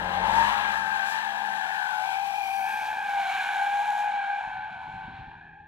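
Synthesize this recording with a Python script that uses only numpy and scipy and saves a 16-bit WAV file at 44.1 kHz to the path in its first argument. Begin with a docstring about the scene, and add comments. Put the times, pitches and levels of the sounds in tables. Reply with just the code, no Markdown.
"""A car slides round a roundabout: its wheels spin and cry, then grip, beside the microphones on the left.
Two tyres stick and slip on the asphalt, each singing a fluttering note over the scrub of rubber and grit.
The engine drones and the tyres roar beneath; a guard rail and a bank throw the squeal back.
Midway the wheels pass closest with a swish and a spray of grit, and the car draws away ahead.
Late on a gust swells and buffets the microphones while the squeal dies away."""
import sys
import numpy as np
from scipy import signal
from scipy.fft import rfft, irfft
from scipy.io import wavfile

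SR = 44100
rng = np.random.default_rng(int(sys.argv[2]) if len(sys.argv) > 2 else 0)


def generate_wav(sig):
    """Save sig (samples, or channels by samples) to the path in sys.argv[1] as 16-bit PCM at SR."""
    pcm = np.round(np.clip(np.atleast_2d(sig).T, -1, 1) * 32767).astype(np.int16)
    wavfile.write(sys.argv[1], SR, pcm)


N = 250297
TIME = np.arange(N) / SR  # s
FREQS = np.fft.rfftfreq(N, 1 / SR)  # Hz

# the car's bearing: start_s, beside (1 = beside the microphones on the left, 0 = straight ahead)
BEARING = [(0, 0.87), (2.3, 0.9), (2.55, 0.6), (2.75, 0.17), (3.1, 0.007)]
# how the slide goes: start_s, unsteadiness_factor of the stick-slip,
# echo_db (uneven, weakest near the pass and strongest at the end)
SLIDE_COURSE = [(0, 1.7, -6), (.5, 1.28, -9), (.9, 0.99, -4.5), (1.7, 1.5, -12.5), (2.1, 1.4, -8.5),
                (2.4, 0.94, -16), (2.9, 1.14, -6.5), (3.2, 0.96, -12), (3.4, 1.12, -4), (3.85, 0.73, -7.5),
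                (4.2, 1.12, -6.5), (4.6, 1.24, -5.5), (5.2, 1.46, -3.5), (5.68, 1.26, 1)]
# rubber dragged over the asphalt: start_s, scrub_db, hiss_db
DRAG_LEVELS = [(0, -43, -53.5), (.2, -39.5, -52), (0.37, -36.5, -43), (0.52, -35.5, -45), (.63, -37.5, -49),
               (.74, -39, -46), (.82, -44.5, -50), (1.04, -41, -49), (1.11, -42.5, -43),
               (1.2, -39.5, -48.5), (1.28, -43.5, -51.5), (2.1, -44.5, -49.5), (2.65, -50.5, -53),
               (2.87, -48, -52), (3.0, -50.5, -57), (3.35, -40.5, -50.5), (3.7, -46.5, -53.5),
               (4.0, -48.5, -53), (4.2, -49.5, -64.5), (4.45, -53, -65), (4.6, -56, -76), (4.95, -58, -75),
               (5.2, -58.5, -87), (5.6, -76.5, -100)]


def amp(db):
    """Decibels to gain."""
    return 10 ** (np.asarray(db) / 20)


def unit(x):
    """Scales to rms 1."""
    return x / np.sqrt(np.mean(abs(x) ** 2) + 1e-20)


def curves(rows):
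    """Each column of a table, joined by straight lines in time."""
    s, *columns = np.transpose(rows)
    return [np.interp(TIME, s, c) for c in columns]


def noise(spectrum):
    """Noise of rms 1 with the given spectrum, falling 20 dB per octave relative to each end beyond it."""
    hz, db = np.transpose(spectrum)
    octave, knots = np.log2(FREQS + 1), np.log2(hz)
    beyond = abs(octave - np.clip(octave, knots[0], knots[-1]))
    gain = amp(np.interp(octave, knots, db) - 20 * beyond)
    return unit(irfft(rfft(rng.standard_normal(N)) * gain, N))


def wander(rate_hz):
    """Smooth chance of rms 1, moving up to about the given rate."""
    u = FREQS / rate_hz
    gain = u / (u + .3) / np.sqrt(1 + u ** 10)
    return unit(irfft(rfft(rng.standard_normal(N)) * gain, N))


def pan(x, side_db):
    """Shares the power between left and right; side_db is left minus right."""
    gains = amp(np.array([side_db, -side_db]) / 2)
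    return x * gains / np.sqrt(np.mean(gains ** 2, axis=0))


def wide(spectrum, alike):
    """A pair of noises, alike from 0 (unrelated) to 1 (the same)."""
    left, alike = noise(spectrum), np.clip(alike, -1, 1)
    right = alike * left + np.sqrt(1 - alike ** 2) * noise(spectrum)
    return np.array([left, right])


def place(pair):
    """The car's bearing sets the level and phase between the two microphones, frequency by frequency."""
    # the two microphones: pitch_hz, then with the car beside: left_minus_right_db, left_lag_radians,
    # then with the car ahead: left_minus_right_db, left_lag_radians
    microphones = [(200, 2, 1.2, 4, .1), (500, 14, 1.2, 0.5, .35), (780, 13.7, 0.76, 2.5, 0.69),
                   (1400, 24.5, 3, 0.5, 1.1), (1730, 14.4, 3.2, 0, 0.59), (2240, 7.9, 3, -0.5, 0.7),
                   (2670, 4.4, 2.5, 0.5, .5), (3200, 14.7, 3.5, 0, 0.57), (4200, 11.2, 4, 1, 0.69),
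                   (5230, 1.7, 3, 4.5, .8), (6660, 4.6, 2.5, 2.5, 0.75), (8000, 8.1, 1.8, 4, 1.2),
                   (9300, 6, 1.75, 1.5, 0.82), (12000, 16, -0.5, 4, .8), (15000, 23, -10, 2, 2)]
    hz, s, z = signal.stft(pair, SR, nperseg=512, noverlap=384)
    beside = np.interp(s, *np.transpose(BEARING))
    knots, *columns = np.transpose(microphones)
    db_beside, lag_beside, db_ahead, lag_ahead = [np.interp(hz, knots, c)[:, None] for c in columns]
    lag = lag_ahead + beside * (lag_beside - lag_ahead)
    side_db = db_ahead + beside * (db_beside - db_ahead)
    z = pan(np.array([z[0] * np.exp(-1j * lag), z[1]]), side_db)
    return signal.istft(z, SR, nperseg=512, noverlap=384)[1][:, :N]


def wind():
    """A lumpy gust swells, peaks and dies at the microphones; eddies in it strike as sharper buffets."""
    # colour of the gust: pitch_hz, density_db (per Hz, relative)
    wind_spectrum = [(15, -16), (40, -2), (90, 0), (170, -3), (250, -8), (400, -21), (800, -33),
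                     (1500, -53)]
    # eddies striking the microphones: start_s, peak_db
    buffets = [(4.459, -54), (4.56, -55), (4.87, -50), (4.931, -51), (5.07, -43), (5.12, -51),
               (5.185, -45.5), (5.269, -49)]
    start_s, peak_s, peak_db = 4.38, 5.06, -53.5
    rise_db_per_s, fall_db_per_s, buffet_rise_s = 10, 16, 0.013
    arrival = np.clip((TIME - start_s) / 0.09, 0, 1)
    late = TIME - peak_s
    gust_db = peak_db + np.minimum(rise_db_per_s * late, -fall_db_per_s * late)
    power = (arrival * amp(gust_db)) ** 2
    for buffet_s, db in buffets:
        age = np.maximum(TIME - buffet_s, 0) / buffet_rise_s
        power = power + (amp(db) * age * np.exp(1 - age)) ** 2
    lumps = unit(amp(1.5 * wander(30)))
    return np.sqrt(power) * lumps * wide(wind_spectrum, alike=0.95)


def road():
    """The low roar of rolling tyres, with their air cavity ringing near 210 Hz."""
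    # colour of the rolling noise: pitch_hz, density_db (per Hz, relative)
    road_spectrum = [(25, -36), (55, -3.5), (90, 0.5), (130, -3.5), (175, -1), (212, 6.5), (260, -5),
                     (370, -1.5), (480, -2), (620, 2.5), (900, -22)]
    # rolling noise before a lift of 1 dB: start_s, level_db
    road_level = [(0, -49), (.35, -45), (.6, -50.5), (1.1, -60.5), (1.7, -62), (2.2, -62), (2.9, -57.5),
                  (3.5, -61.5), (4.1, -60.5), (4.6, -68.5), (5.2, -71.5), (5.68, -91)]
    level_db, = curves(road_level)
    beside, = curves(BEARING)
    return pan(amp(level_db + 1.0) * wide(road_spectrum, alike=0.9), 5.4 * beside)


def engine():
    """Shaft-locked orders of a four-cylinder engine; exhaust and intake add tones and noise with load."""
    # crankshaft speed: start_s, turns_per_s
    shaft = [(0, 44.8), (.2, 46), (.52, 51.8), (.75, 48), (.9, 48.3), (1.2, 50.7), (1.42, 51.7),
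             (1.8, 43.5), (2.05, 40), (3.4, 44.7), (3.65, 46), (3.9, 48.5), (4.4, 46), (5.2, 40.3),
             (5.68, 40.4)]
    # engine levels: start_s, drone_db, boom_db (exhaust), light (share of the light-load timbre, 0-1)
    engine_course = [(0, -46, -50, 0.22), (.4, -46.5, -47, 0.01), (.55, -55, -60, 0.1),
                     (.8, -55, -62, 0.24), (1.1, -61, -71, 0.07), (1.45, -56.5, -76, 0.41),
                     (1.8, -67, -78, 0.22), (2.15, -66, -83, 0.3), (2.4, -81, -81, 0.6),
                     (3.2, -96, -96, 0.89), (4.2, -99, -91, 1), (5, -63.5, -84, 0.8),
                     (5.35, -63, -83, 0.99), (5.68, -66, -66, 0.98)]
    # engine orders: order (multiple of the shaft), load_db, light_db (at light load)
    orders = [(3, -14, -33), (4, 0.5, 2.5), (4.5, -15, -29.5), (5, -10.5, -21), (6, -14.5, -8.5),
              (7, -12.5, -25), (8, -16.5, -7), (9, -24.5, -23), (10, -7.5, -9.5), (11, -27, -28),
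              (12, 3, -25), (13, -11, -31), (14, 3, -30), (16, -10, -16)]
    # colours of exhaust and intake noise: pitch_hz, density_db (per Hz, relative)
    rumble_spectrum = [(20, -17), (45, -1), (100, -24), (160, -8), (260, -23), (500, -17)]
    intake_spectrum = [(300, -13), (450, -10), (580, 8.5), (700, -7), (1000, -12.5)]
    speed, = curves(shaft)
    drone_db, boom_db, light = curves(engine_course)
    beside, = curves(BEARING)
    angle = 2 * np.pi * np.cumsum(speed * (1 + 0.0011 * wander(10))) / SR

    drone = np.zeros(N)
    for order, load_db, light_db in orders:
        order_db = load_db + light * (light_db - load_db) + .5 * wander(11)
        drone += amp(order_db) * np.sin(order * angle + 2 * np.pi * rng.random())
    # the four cylinders fire twice a turn
    firing = (amp(boom_db) + light ** 2 * amp(drone_db - 6.5)) * np.sin(2 * angle)
    boom = (amp(boom_db) * np.sin(angle) + firing) * amp(1.0 * wander(16))
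    # the tailpipes point at the microphones for a moment, ringing on the fourth harmonic of the firing
    pipe_s, pipe_width_s, pipe_db = 3.6, 0.3, -67.5
    pipe = amp(pipe_db) / (1 + ((TIME - pipe_s) / pipe_width_s) ** 4) * np.sin(8 * angle)
    tones = np.sqrt(2) * (amp(drone_db) * drone + boom + pipe)

    rumble = amp(boom_db - 5.5) * wide(rumble_spectrum, alike=0.93)
    exhaust = pan(tones + rumble, 0.51 * beside)
    intake = place((1 - light) * amp(drone_db - 1.0) * wide(intake_spectrum, alike=0.47))
    return exhaust + intake


def swish():
    """A band of tread hiss that climbs as the front wheel sweeps by."""
    middle_s, half_s, level_db = 2.51, .25, -56
    middle_hz, climb_hz_per_s, width_hz = 5150, 1200, 850
    late = TIME - middle_s
    centre_hz = middle_hz + climb_hz_per_s * np.clip(late, -1, 1)
    band = wander(width_hz) + 1j * wander(width_hz)
    level = amp(level_db) / (1 + (late / half_s) ** 2)
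    hiss = (band * np.exp(2j * np.pi * np.cumsum(centre_hz) / SR)).real
    beside, = curves(BEARING)
    return pan(level * hiss, 14 * beside)


def scrub():
    """Rubber dragged over stone chips: a coarse scrape, a hiss and a fine spray, and the wheel's swish."""
    # colours of the scrape, the hiss beside and ahead, and the spray: pitch_hz, density_db (per Hz, relative)
    scrape_spectrum = [(1500, -4.5), (2000, -9), (2700, 3.5), (3200, 2.5), (3600, -1), (4100, -1.5),
                       (4600, -14), (6000, -26.5)]
    hiss_beside = [(3500, 7.5), (4500, 7.5), (5500, 6.5), (7200, 3), (8300, 0), (10000, -5), (13000, -16),
                   (16000, -37)]
    hiss_ahead = [(3500, 8.5), (4500, -2), (5200, 2), (5800, 2.5), (6300, 3), (7200, 5), (8600, -8.5),
                  (10100, 0), (11500, -13.5), (12600, -15), (16000, -25)]
    spray_spectrum = [(6000, -24), (8500, -5), (10000, -4), (12500, -2), (14000, -5), (16000, -7)]
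    scrub_db, hiss_db = curves(DRAG_LEVELS)
    # fast chatter, and slower swells with the road surface
    chatter = unit(amp(0.7 * wander(90) + 0.55 * wander(11)))
    grains = unit(amp(2.3 * wander(900)))
    scrape = amp(scrub_db) * wide(scrape_spectrum, alike=0.72) * unit(amp(0.69 * wander(310)))

    # the hiss changes colour as the car comes to face away
    ahead = np.clip((TIME - 2.85) / 0.5, 0, 1)
    hiss = np.sqrt(1 - ahead) * wide(hiss_beside, alike=0.69)
    hiss = hiss + np.sqrt(ahead) * wide(hiss_ahead, alike=0.71)

    pass_s, pass_half_s = 2.61, 0.16  # the wheels come closest
    near = 1 / np.hypot(1, (TIME - pass_s) / pass_half_s)
    spray_end_s, spray_stop_s = 4.06, 0.091
    spray_stopped = np.clip((TIME - spray_end_s) / spray_stop_s, 0, 1)
    # up at the closest point, 1 dB down before the car is ahead, then the spray stops abruptly
    spray_db = hiss_db - 11 + 13.5 * near - 1 * (1 - ahead) - 14 * spray_stopped
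    spray = amp(spray_db) * wide(spray_spectrum, alike=0.23) * grains
    return chatter * (place(scrape + amp(hiss_db) * hiss + spray) + swish())


def wheelspin():
    """1 while the driven wheels spin freely, dying towards 0 as they grip."""
    spin_end_s, fade_s = 0.47, 0.51
    return np.exp(-np.maximum(TIME - spin_end_s, 0) / fade_s)


def horn(x, corner_hz):
    """The wedge between tread and road radiates poorly below its corner."""
    return signal.sosfilt(signal.butter(6, corner_hz, "high", fs=SR, output="sos"), x)


def stick_slip(hz, wobble, jitter):
    """A tread sticks and slips in cycles, shaken in pitch by the wheel and the grain of the road."""
    unsteady, _ = curves(SLIDE_COURSE)
    wheel_turns_per_s, bend_top_s = 6.2, 2.72  # the pitch bends once per turn, and tops out about here
    turn = 2 * np.pi * wheel_turns_per_s * (TIME - bend_top_s) + 0.32 * wander(2.95)
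    bend = wobble * np.cos(turn)
    shake = unsteady * (.004 * wander(24) + jitter * wander(101.0))
    return np.exp(2j * np.pi * np.cumsum(hz * (1 + bend + shake)) / SR)


def fray(tone, fuzz, drift):
    """Tread blocks slip out of step: a tone drifts in phase (radians) and gains a fuzzy skirt."""
    unsteady, _ = curves(SLIDE_COURSE)
    depth = fuzz * unsteady
    flutter_hz, drift_hz = 114, 15.3
    skirt = unit(wander(flutter_hz) + 1j * wander(flutter_hz))
    drifted = tone * np.exp(1j * drift * wander(drift_hz))
    return np.sqrt(2) * (drifted * (1 + depth * skirt)).real / np.sqrt(1 + depth ** 2)


def blend(low, high, mix_db, lead_db, fuzz, drift):
    """One harmonic of two coupled tyres: tones from the lower one's multiple, by sums, to the higher's."""
    k = len(mix_db) - 1
    gains = np.array([amp(db + lead_db * j / k) for j, db in enumerate(mix_db)])
    gains = gains / np.linalg.norm(gains, axis=0)
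    return sum(g * fray(low ** (k - j) * high ** j, fuzz, drift) for j, g in enumerate(gains))


def yelps():
    """Single tread ribs catch during the wheelspin and give a short cry above the squeal."""
    # cries of the tread: middle_s, length_s, pitch_hz, level_db
    cries = [(0.264, 0.059, 1140, -45), (.485, .08, 1140, -34), (.55, 0.1, 1263, -39)]
    cry = np.zeros(N)
    for middle_s, length_s, hz, db in cries:
        swell = amp(db) * np.exp(-(2 * (TIME - middle_s) / length_s) ** 2)
        cry += swell * fray(np.exp(2j * np.pi * hz * TIME), fuzz=0.29, drift=1.2)
    return cry


def tyres():
    """The treads sing two coupled stick-slip notes with overtones, and the inner wheel shrieks briefly."""
    # the lower tyre, nearly steady: start_s, pitch_hz
    low_tyre = [(0, 813), (.13, 800.6), (.35, 821), (.48, 830), (.65, 812), (.85, 797), (1.02, 788.5),
                (1.42, 801), (1.6, 779.3), (1.75, 774.3), (1.92, 756.5), (2.05, 768.5), (2.18, 789.5),
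                (2.38, 793.6), (2.47, 780), (2.72, 789.2), (3.05, 786.3), (3.22, 746.5), (3.36, 767.5),
                (3.47, 755.6), (3.75, 765), (4.4, 770.4), (4.7, 764.8), (5.1, 770.4), (5.3, 788),
                (5.68, 812)]
    # the higher tyre, sharper when it spins: start_s, pitch_hz, lead_db (over the lower tyre)
    high_tyre = [(0, 892, -2), (.13, 890, -13), (.17, 895, -11), (.22, 895, 6), (.28, 886, 0),
                 (.34, 890, 1), (.39, 918, 13), (.45, 928, 27), (.51, 942, 8), (.56, 925, -4),
                 (.65, 885, -2), (.74, 884, 10), (.9, 875, 6.5), (1.02, 868, -13), (1.15, 876, 10),
                 (1.3, 872, -4), (1.6, 866, 0.5), (1.72, 855, -0.5), (1.82, 836, 4.5), (2.03, 855, -1),
                 (2.2, 855, -10.5), (2.47, 825, -9.5), (2.6, 845, -24), (2.7, 865, 1.5), (2.8, 842, -3.5),
                 (2.9, 860, 7.5), (2.98, 850, 2.5), (3.06, 818, 6), (3.14, 812, 10), (3.19, 788, 14),
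                 (3.3, 784, 7), (3.36, 810, 5), (3.52, 809, 12), (3.62, 801, 12), (3.85, 823, 20),
                 (4.05, 826, 5.5), (4.15, 808, 18), (4.33, 802, 8), (4.45, 842, 1.5), (4.76, 850, 3.5),
                 (4.92, 868, -1), (5.12, 885, 2), (5.3, 860, -3.5), (5.68, 840, 0)]
    # the unloaded inner wheel as it spins up: start_s, pitch_hz, level_db
    inner_tyre = [(.12, 910, -70), (.24, 914.6, -36), (.36, 907, -35), (.45, 955, -39), (.53, 980, -45),
                  (.62, 970, -43), (.8, 940, -90)]
    # both tyres together, before tear and surge: start_s, fundamental_db, octave_db, third_db
    harmonic_levels = [(0, -31.5, -30, -54), (.2, -26.5, -31.5, -41), (0.41, -21, -25, -28),
                       (.5, -25, -27, -39), (0.6, -30, -25, -36), (1.05, -31, -28.5, -41),
                       (1.35, -29, -34, -48), (1.8, -31.5, -30.5, -44), (2, -29.5, -34.5, -46),
                       (2.13, -28, -35, -39), (2.25, -28, -45.5, -43.5), (2.45, -27.5, -44.5, -36),
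                       (2.58, -27, -41.5, -42), (2.69, -30, -36, -38.5), (2.82, -29.5, -38, -42),
                       (2.92, -29.5, -35, -45), (3.05, -31.5, -36.5, -43), (3.2, -25, -36, -41.5),
                       (3.4, -31, -32.5, -37.5), (3.55, -25.5, -34, -43), (3.88, -24, -37.5, -46),
                       (4.25, -29, -37.5, -44.5), (4.45, -32.5, -39.5, -48.5), (4.6, -36, -40, -52),
                       (4.88, -38, -47.5, -55.5), (5.0, -42, -44.5, -58), (5.15, -43.5, -50.5, -58),
                       (5.4, -47.5, -50, -62), (5.68, -56, -56.5, -69)]
    # which tyre carries the overtones: start_s, lead_db (of the higher)
    overtone_lead = [(0, -15), (.45, -7), (.62, -17), (.76, -3), (.9, -11), (1.05, -13), (1.2, 6),
                     (1.35, -7), (1.7, 1.5), (1.9, -9), (2.1, -19), (2.27, -4), (2.5, -8), (2.75, -5.5),
                     (3, -7), (3.22, 6), (3.5, 4), (4.3, 0.5), (4.5, -6.5), (5, -18.5), (5.68, 6)]
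    # tones of each overtone, from the lower tyre's multiple to the higher's: level_db
    octave_mix = [1, -4, 1]
    third_mix = [-0.5, -7, -7, -4.5]

    high_hz, lead_db = curves(high_tyre)
    lead_db = lead_db + 2.5 * wander(4.4)  # the load rocks between the tyres
    overtone_db, = curves(overtone_lead)
    inner_hz, inner_db = curves(inner_tyre)
    low = stick_slip(curves(low_tyre)[0], wobble=0.0098, jitter=0.015)
    high = stick_slip(high_hz, wobble=0.0053, jitter=0.021)
    inner = stick_slip(inner_hz, wobble=0.0055, jitter=0.017)

    levels = []
    for k, db in enumerate(curves(harmonic_levels)):
        tear_db = 5.5 * k * wheelspin()  # wheelspin tears each successive harmonic down
        surge_db = 0.68 * wander(3.7)  # the road surface changes
        levels.append(amp(db - tear_db + surge_db))
    first, octave, third = levels

    # beating throws off a tone above and one below the pair, strongest when both are equally loud
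    above = fray(high ** 2 / low, fuzz=.4, drift=1.2)
    below = amp(1) * fray(low ** 2 / high, fuzz=.4, drift=1.2)
    side_tones = amp(-15.5 - 0.37 * abs(lead_db)) * (above + below)

    # as the spinning tyre bites, every other slip is weaker: a tone at 1.5 times its pitch
    bite_s, bite_half_s, bite_db = 0.67, 0.2, -41.5
    bite = amp(bite_db) / np.hypot(1, ((TIME - bite_s) / bite_half_s) ** 2)
    one_and_a_half = high * np.exp(.5j * np.unwrap(np.angle(high)))

    song = first * (blend(low, high, np.zeros(2), lead_db, fuzz=0.22, drift=0.48) + side_tones)
    song += octave * blend(low, high, octave_mix, overtone_db, fuzz=.27, drift=.7)
    # the third harmonic follows the overtone lead only in part
    song += third * blend(low, high, third_mix, 0.4 * overtone_db, fuzz=.6, drift=1.1)
    # the fourth harmonic
    song += third * amp(-15.5) * fray(low ** 3 * high, fuzz=.45, drift=1.1)
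    song += bite * fray(one_and_a_half, fuzz=0.54, drift=1.8)
    song += amp(inner_db) * fray(inner, fuzz=0.52, drift=0.73)
    return song * unit(amp(0.77 * wander(180)))


def surroundings(x, t60):
    """Scattered echoes from rail and bank, one row each; their paths change as the car moves."""
    t = np.arange(SR // 2) / SR
    # axes: rail or bank, path, time; about 1500 echoes a second
    taps = rng.standard_normal((2, 2, len(t))) * (rng.random((2, 2, len(t))) < 1500 / SR)
    taps *= amp(-60 * t / t60) * (t > .004)
    taps /= np.linalg.norm(taps, axis=2, keepdims=True)
    travel = 2 * np.pi * np.cumsum(2 + wander(1.71)) / SR
    paths = x * np.array([np.cos(travel), np.sin(travel)])
    return signal.fftconvolve(paths[None], taps, axes=2).sum(axis=1)[:, :N]


def squeal():
    """The tyres and the rasp of tearing rubber; the rail echoes from the car's side, the bank from ahead."""
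    # colour of the rasp: pitch_hz, density_db (per Hz, relative)
    rasp_spectrum = [(400, -35), (600, -20.5), (730, -4), (1000, 2.5), (1300, -4), (1900, -4), (2300, -6.5),
                     (3000, -35)]
    _, echo_db = curves(SLIDE_COURSE)
    scrub_db, _ = curves(DRAG_LEVELS)
    # the rasp follows the scrub, and is stronger during wheelspin
    rasp_db = scrub_db + 2 + 5.5 * wheelspin() + 1.0 * wander(43)
    rasp = amp(rasp_db) * noise(rasp_spectrum)
    direct = amp(0.34) * horn(tyres() + yelps(), corner_hz=752) + rasp
    rail, bank = surroundings(direct, t60=0.38)
    wet = amp(echo_db)
    heard = (direct + wet * rail) / np.sqrt(1 + wet ** 2)
    return place(np.array([heard, heard])) + amp(-18) * bank


def scene():
    """The gust, and the sliding car with its echoes."""
    return wind() + road() + engine() + scrub() + squeal()


def record(dry):
    """The recorder's upper band limit, a steep low-pass."""
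    edge_hz = 15750
    low_pass = signal.firwin(511, edge_hz, window=("kaiser", 9), fs=SR)
    return signal.oaconvolve(dry, low_pass[None], "same")


dry = scene()
out = record(dry)
generate_wav(out)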